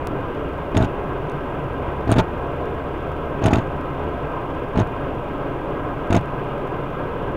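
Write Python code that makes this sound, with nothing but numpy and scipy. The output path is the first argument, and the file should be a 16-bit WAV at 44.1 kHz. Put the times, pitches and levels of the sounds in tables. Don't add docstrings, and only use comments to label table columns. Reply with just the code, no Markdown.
import sys
import numpy as np
from scipy import signal
from scipy.fft import rfft, irfft
from scipy.io import wavfile
from scipy.ndimage import uniform_filter1d

SR = 44100
rng = np.random.default_rng(int(sys.argv[2]) if len(sys.argv) > 2 else 0)


def undo_db(level):
    steps = np.asarray(level, float) / 20
    return 10 ** steps


def dump_mix(stems):
    frames = np.atleast_2d(stems).T
    limited = np.clip(frames, -1, 1)
    pcm = np.round(limited * 32767).astype(np.int16)
    wavfile.write(sys.argv[1], SR, pcm)


N = 324576
TIME = np.arange(N) / SR
BINS = np.fft.rfftfreq(N, 1 / SR)

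# (frequency [Hz], level per Hz [dB])
BLOWER_SPECTRUM = [(4, -18), (28, -4.5), (70, -3.5), (97, -3), (138, -1), (234, -11), (276, -0.5),
                   (579, -8.5), (789, -11.5), (1030, -6.5), (1580, -19.5), (1780, -24.5), (2800, -25.5),
                   (6000, -63)]
# (frequency [Hz], width [Hz], gain [dB])
DUCT_RESONANCES = [(140.7, 17, 5), (218, 41, 4), (256, 19, 1.5), (414.6, 83, 4.5), (499, 91, 3),
                   (585, 60, 7), (706, 52, 6.5), (829, 50, 6.5), (1010, 210, 2), (1323, 153, 4.5),
                   (1597, 213, 8.5), (1734, 49, -7.5), (1890, 34, 5), (2110, 54, 5), (2462, 82, 5),
                   (2840, 56, 3), (3280, 200, 4), (3555, 170, 5.5), (4000, 80, 2.5), (4670, 75, 7),
                   (820, 28, -3.5), (864, 19, -8.5), (1146, 54, -4.5), (1422, 50, -9), (1890, 43, -1),
                   (2140, 50, -1), (2600, 60, 0.5), (3160, 85, 0.5), (3470, 60, -3.5), (3840, 160, -4)]
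BLOWER_DB, SWELL_DB, FLICKER_DB = -26, .6, 1.9

# (frequency [Hz], level [dB], wobble [dB])
IDLE_NOTES = [(59.5, -45.5, 6.5), (80.7, -47, -5), (112.5, -45, 0)]
# (frequency [Hz], level [dB])
IDLE_SHAKE = [(15.5, -39), (37.3, -40.5)]
# (time [s], firing rate [Hz], level [dB], octave level [dB])
PICKUP_EXHAUST = [
    (0, 42.7, -54, -34),
    (.5, 46.5, -53, -53),
    (1, 53.6, -36, -55),
    (1.5, 60, -37, -54),
    (2.001, 69.4, -30.5, -27.5),
    (2.4, 74, -33.5, -45),
    (3.2, 75.8, -33, -39),
    (3.999, 77.06, -37, -36),
    (5.498, 78.4, -66, -43),
    (7.36, 76.9, -48, -50),
]

# (frequency [Hz], level per Hz [dB])
SCRAPE_SPECTRUM = [(1500, 1.5), (3000, 3.5), (5000, -11), (7000, -15.5), (8500, -23.5), (16000, -28)]
SCRAPE_DB, SCRAPE_S, GRAIN_DB = -35, .0045, 3.5

# (time [s], force [dB], snap delay [ms], snap level [dB], high ring level [dB])
BLADE_FLIPS = [
    [(.7646, -5.5, 5.9, -18.5, -35), (2.1113, -9, 5.7, -17.5, -24), (3.4547, -5, 6.1, -17, -32),
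     (4.7884, -5.5, 5.4, -29, -48), (6.1446, -1, 4.4, -22, -48)],
    [(2.1817, -3, 3.9, -17, -48), (3.5299, 0, 5.2, -17.5, -40), (6.1237, -4.5, 4.8, -20, -46)],
]
# (time [s], force [dB], snap delay [ms], snap level [dB])
JUDDER_SLIPS = [(0.746, -7.5, 6.3, -32), (0.7747, -9, 6.1, -37), (0.7868, -11, 5.2, -50),
                (0.804, -7.5, 5.2, -33), (0.8203, -6.5, 6.1, -28), (0.8361, -8.5, 3.8, -40),
                (0.8469, -11.5, 0.46, -32), (2.0743, -11.5, 1.2, -46), (2.0927, -5.5, 9, -39),
                (2.1212, -1.5, 7.2, -25), (2.158, -9, 8.6, -43), (2.1663, -6, 1.6, -42),
                (2.189, -4.5, 5.6, -33), (2.1942, -2, 4.4, -22.5), (2.2022, -16, 1.9, -42),
                (3.4197, -12, .1, -45), (3.4361, -5.5, 5.3, -23), (3.4655, -6, 5.1, -26),
                (3.4796, -4.5, 4.2, -34), (3.5084, -5.5, 3.7, -33), (3.544, -5, 11, -28),
                (3.5666, -8, 3.4, -46), (3.584, -8, 1.2, -31), (4.7563, -10.5, 4.2, -43),
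                (4.7728, -5, 3.8, -31), (4.7992, -10.5, 4.8, -44), (4.8082, -7.5, 5.4, -45),
                (6.1032, -7, 4.5, -28), (6.1618, -5, 4.8, -23.5), (6.1733, -7, .1, -30)]

# (frequency [Hz], level [dB], time to fade 60 dB [s])
FRAME_RINGS = [
    [(1400, 0.5, 0.0097), (1900, -14, 0.0035), (2350, -5, 0.0061), (2620, 0, 0.0069), (2950, -3, 0.0035),
     (3550, -1, 0.0066), (4440, -13, 0.0054)],
    [(5540, -2, 0.0045), (6430, 2, 0.007), (6600, 0, 0.006)],
    [(8100, 2, 0.0043), (8720, 3, 0.017), (10300, -22, 0.003), (12500, -7, .003), (14500, -18, .002)],
]
# (time [s], low ring [dB], middle ring [dB], high ring [dB])
SETTLING_TICKS = [(.054, -60, -60, -58), (.8004, -43, -48, -60), (.8357, -35, -47, -60),
                  (1.298, -39, -47, -52), (2.1059, -34, -45, -60), (2.141, -26, -45, -62),
                  (3.519, -42, -44, -50), (3.559, -26, -40, -57), (3.5763, -41, -45, -60),
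                  (3.609, -46, -54, -66), (3.617, -46, -54, -66), (4.7842, -32, -45, -61),
                  (4.8018, -34, -38, -53), (6.192, -41, -52, -60)]
# (time after the snap [ms], low ring under the snap [dB],
# middle ring under the snap [dB], high ring under its own snap [dB])
BLADE_REBOUNDS = [(5.7, -7, -7, -14), (4.0, -5, -14, -6)]
TICK_DB, TICK_COLOUR_DB = -34, (-19, -23)
SNAP_COLOUR_DB, COLOUR_SCATTER_DB = (-15, -31), 3.5
CHATTER_MS, CHATTER_DB, CHATTER_SCATTER = 4.8, -9, .25
DULL_HZ = 9000
CAB_DB, CAB_FADE_S = -13, .03

# (frequency [Hz], level [dB], time to fade 60 dB [s])
GLASS_RINGS = [(58, -9.5, 0.052), (109, 6, 0.098), (170.5, -5, 0.12), (229, -4.5, 0.069), (307, -32, 0.069),
               (418, -66, 0.017), (641, -10, 0.078), (842, -12.5, 0.11), (1480, -6.5, 0.098)]
PUSH_MS, PUSH_SCATTER, SWALLOWED, SWALLOW_SCATTER = 1.62, .12, .43, .13
SKIP_MS, SKIP_DB, SKIP_SCATTER_DB = 2.75, -10.5, 2.5
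FLIP_PUSH_MS, FLIP_SWALLOWED, FLIP_SKIP_DB = 1.95, .31, -11.5

# (frequency [Hz], level per Hz [dB])
CAMERA_HISS = [(2940, -29), (5000, 1), (7960, -3), (15100, -3), (15700, -4.5)]
# (frequency [Hz], level [dB])
CAMERA_WHINE = (15176, -84)
CLEAR_SEAMS = {6: -47, 16: -44, 21: -48, 27: -43, 56: -44, 66: -45, 81: -45, 104: -44, 130: -47, 133: -44,
               134: -45, 143: -45}
HISS_DB, TOP_HZ = -66, 15800
OVERLOAD_LEVEL, KNEE = .51, 8
FIRST_SEAM_S, BLOCK_S = .07195, 2036 / SR
SEAM_DB, SEAM_SCATTER_DB, FIRST_JUMP_DB = -51.5, 1.5, -14.5


def unit(x):
    return x / np.sqrt(np.mean(x ** 2))


def slope_db(points):
    hz, db = np.transpose(points)
    return np.interp(np.log(BINS + 1), np.log(hz), db)


def shaped_noise(db):
    return irfft(rfft(rng.standard_normal(N)) * undo_db(db), N)


def walk(rate):
    k = int(SR / rate)
    levels = np.repeat(rng.standard_normal(N // k + 1), k)
    return 1.32 * uniform_filter1d(uniform_filter1d(levels, k), k)[:N]


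def add(out, s, piece):
    i = int(s * SR)
    out[i:i + len(piece)] += piece[:N - i]


def blower():
    db = slope_db(BLOWER_SPECTRUM) - 30 * (BINS > 6000)
    for hz, width, gain_db in DUCT_RESONANCES:
        db = db + gain_db / (1 + (2 * (BINS - hz) / width) ** 2)
    air = rfft(rng.standard_normal(N)) * undo_db(db)
    out, swell = 0, walk(2.5)
    place = 2 * np.log2((BINS + 1) / 20)
    for k in range(19):
        band = irfft(air * np.clip(1 - abs(place - k), 0, 1), N)
        wander_db = SWELL_DB * swell + FLICKER_DB * walk(14)
        out = out + band * undo_db(wander_db * (1 - k / 20))
    gusts = undo_db(.55 * walk(70))
    return unit(out * gusts) * undo_db(BLOWER_DB)


def pickup():
    s, *columns = np.transpose(PICKUP_EXHAUST)
    hz, db, octave_db = (np.interp(TIME, s, c) for c in columns)
    turn = 2 * np.pi * (np.cumsum(hz) / SR + .14 * walk(5))
    octave = undo_db(octave_db - .5 + .48 * walk(21)) * np.sin(2 * turn)
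    return undo_db(db) * np.sin(turn) + octave


def idling_engine():
    out = np.zeros(N)
    for hz, db, wobble in IDLE_NOTES:
        level = undo_db(db + 1 + wobble * walk(6.8))
        out += level * np.sin(2 * np.pi * (hz * TIME + .043 * walk(1.83)))
    for hz, db in IDLE_SHAKE:
        out += undo_db(db + 3 + walk(2)) * np.sin(2 * np.pi * hz * TIME + .5 * walk(.8))
    return out


def scrape():
    grip, t = np.zeros(N), TIME[:3000]
    for s, force_db, *_ in JUDDER_SLIPS + BLADE_FLIPS[0] + BLADE_FLIPS[1]:
        add(grip, s, undo_db(force_db) * t / SCRAPE_S * np.exp(1 - t / SCRAPE_S))
    low_cut = np.where(BINS > 1200, 0, -400)
    grit = unit(shaped_noise(slope_db(SCRAPE_SPECTRUM) + low_cut))
    return undo_db(SCRAPE_DB + GRAIN_DB * walk(500)) * grip * grit


def coloured(s, db, under, chance):
    return (s, db, *(db + np.array(under) + COLOUR_SCATTER_DB * chance[:2]))


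def snaps():
    rows = [(row, back) for blade, back in zip(BLADE_FLIPS, BLADE_REBOUNDS) for row in blade]
    rows += [(row, None) for row in JUDDER_SLIPS]
    out = list(SETTLING_TICKS)
    for (row, back), c in zip(rows, rng.standard_normal((len(rows), 4, 4))):
        s, force_db, delay_ms, db, *high = row
        out.append(coloured(s, force_db + TICK_DB + 2.1 * c[0, 2], TICK_COLOUR_DB, c[0]))
        s += delay_ms / 1000
        if high:
            out.append((s, db, db + SNAP_COLOUR_DB[0], high[0]))
            back_ms, low_db, middle_db, high_db = back
            s += back_ms / 1000
            out.append((s, db + low_db, db + middle_db, high[0] + high_db))
            db += low_db
        else:
            out.append(coloured(s, db, SNAP_COLOUR_DB, c[1]))
        for r in c[2:]:
            s += CHATTER_MS * np.exp(CHATTER_SCATTER * r[2]) / 1000
            db += CHATTER_DB
            out.append(coloured(s, db + 1.4 * r[3], SNAP_COLOUR_DB, r))
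    return out


def rattles():
    out, t, knocks = np.zeros(N), TIME[:1000], snaps()
    chance = rng.standard_normal((len(knocks), 16, 150))
    for (s, *levels), c in zip(knocks, chance):
        scratch = c[0] * t[:150] * np.exp(-t[:150] / .0005)
        k = 0
        for db, modes in zip(levels, FRAME_RINGS):
            body = 0
            for hz, gain_db, t60 in modes:
                k += 1
                tone = np.sin(2 * np.pi * hz * (1 + c[k, 0] / 60) * t)
                body = body + undo_db(gain_db + c[k, 2]) * tone * np.exp(-np.log(1000) * t / t60)
            ring = np.convolve(scratch, body)
            add(out, s - .001, undo_db(db + 6) * ring / abs(ring).max())
    out = signal.lfilter(*signal.butter(1, DULL_HZ, fs=SR), out)
    echo = rng.standard_normal(4000) * np.exp(-np.log(1000) * TIME[:4000] / CAB_FADE_S)
    return out + undo_db(CAB_DB) * signal.fftconvolve(out, echo / np.linalg.norm(echo))[:N]


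def slips():
    rows = [(row, PUSH_MS, SWALLOWED, SKIP_DB) for row in JUDDER_SLIPS]
    rows += [(row, FLIP_PUSH_MS, FLIP_SWALLOWED, FLIP_SKIP_DB) for row in BLADE_FLIPS[0] + BLADE_FLIPS[1]]
    out = []
    for (row, push_ms, swallowed, skip_db), c in zip(rows, rng.standard_normal((len(rows), 6))):
        s, db = row[:2]
        out.append((s, db, push_ms * np.exp(PUSH_SCATTER * c[0]), swallowed + SWALLOW_SCATTER * c[1]))
        landing_s = s + SKIP_MS * np.exp(.14 * c[2]) / 1000
        landing_db = db + skip_db + SKIP_SCATTER_DB * c[3]
        landing_ms = PUSH_MS * np.exp(PUSH_SCATTER * c[4])
        out.append((landing_s, landing_db, landing_ms, .098 + SWALLOW_SCATTER * c[5]))
    return out


def panel(force, hz, t60):
    w = 2 * np.pi * hz
    return signal.lfilter(*signal.bilinear([1, 0, 0], [1, 2 * np.log(1000) / t60, w * w], SR), force)


def thumps():
    out, t, pushes = np.zeros(N), TIME[:6000] * 1000, slips()
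    chance = rng.standard_normal((len(pushes), len(GLASS_RINGS), 2))
    noise = rng.standard_normal((len(pushes), 6000))
    trim_noise = signal.lfilter(*signal.butter(3, [300, 1600], "band", fs=SR), noise)
    for (s, db, push_ms, swallowed), c, trim in zip(pushes, chance, trim_noise):
        force = np.sin(np.pi * np.clip(t / push_ms, 0, 1)) ** 2
        ring, total_gain = 0, 0
        for (hz, gain_db, t60), (a, b) in zip(GLASS_RINGS, c):
            gain = undo_db(gain_db + 2 * a)
            ring = ring + gain * panel(force, hz * (1 + .032 * b), t60)
            total_gain += gain
        ring = ring - np.clip(swallowed, 0, 1) * total_gain * force
        shudder = trim * (t / 4) * np.exp(-t / 6)
        add(out, s - push_ms / 2000, undo_db(db - 7.5) * (ring + shudder))
    return out


def scene():
    background = blower() + pickup() + idling_engine()
    wipers = scrape() + rattles() + thumps()
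    return (background + wipers)[None]


def seams():
    out = []
    for k, (a, b) in enumerate(rng.standard_normal((int(N / SR / BLOCK_S), 2))):
        s = FIRST_SEAM_S + k * BLOCK_S
        if s < N / SR:
            out.append((s, CLEAR_SEAMS.get(k, SEAM_DB + SEAM_SCATTER_DB * a), np.sign(b)))
    return out


def roll_off(x):
    return signal.sosfilt(signal.butter(12, 16520, fs=SR, output="sos"), x)


def record(dry):
    hiss = unit(shaped_noise(slope_db(CAMERA_HISS))) * undo_db(HISS_DB)
    whine_hz, whine_db = CAMERA_WHINE
    x = signal.lfilter(*signal.butter(1, 9, "high", fs=SR), dry[0])
    x = x + hiss + undo_db(whine_db + 3) * np.sin(2 * np.pi * whine_hz * TIME)
    x = x / (1 + abs(x / OVERLOAD_LEVEL) ** KNEE) ** (1 / KNEE)
    jump = np.exp(-TIME[:600] / .0015)
    for s, db, sign in seams():
        add(x, s, sign * undo_db(db + 11.5) * jump)
    x = irfft(rfft(x) * (BINS < TOP_HZ), N)
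    add(x, FIRST_SEAM_S, -undo_db(FIRST_JUMP_DB) * jump)
    return roll_off(x[None])


dry = scene()
out = record(dry)
dump_mix(out)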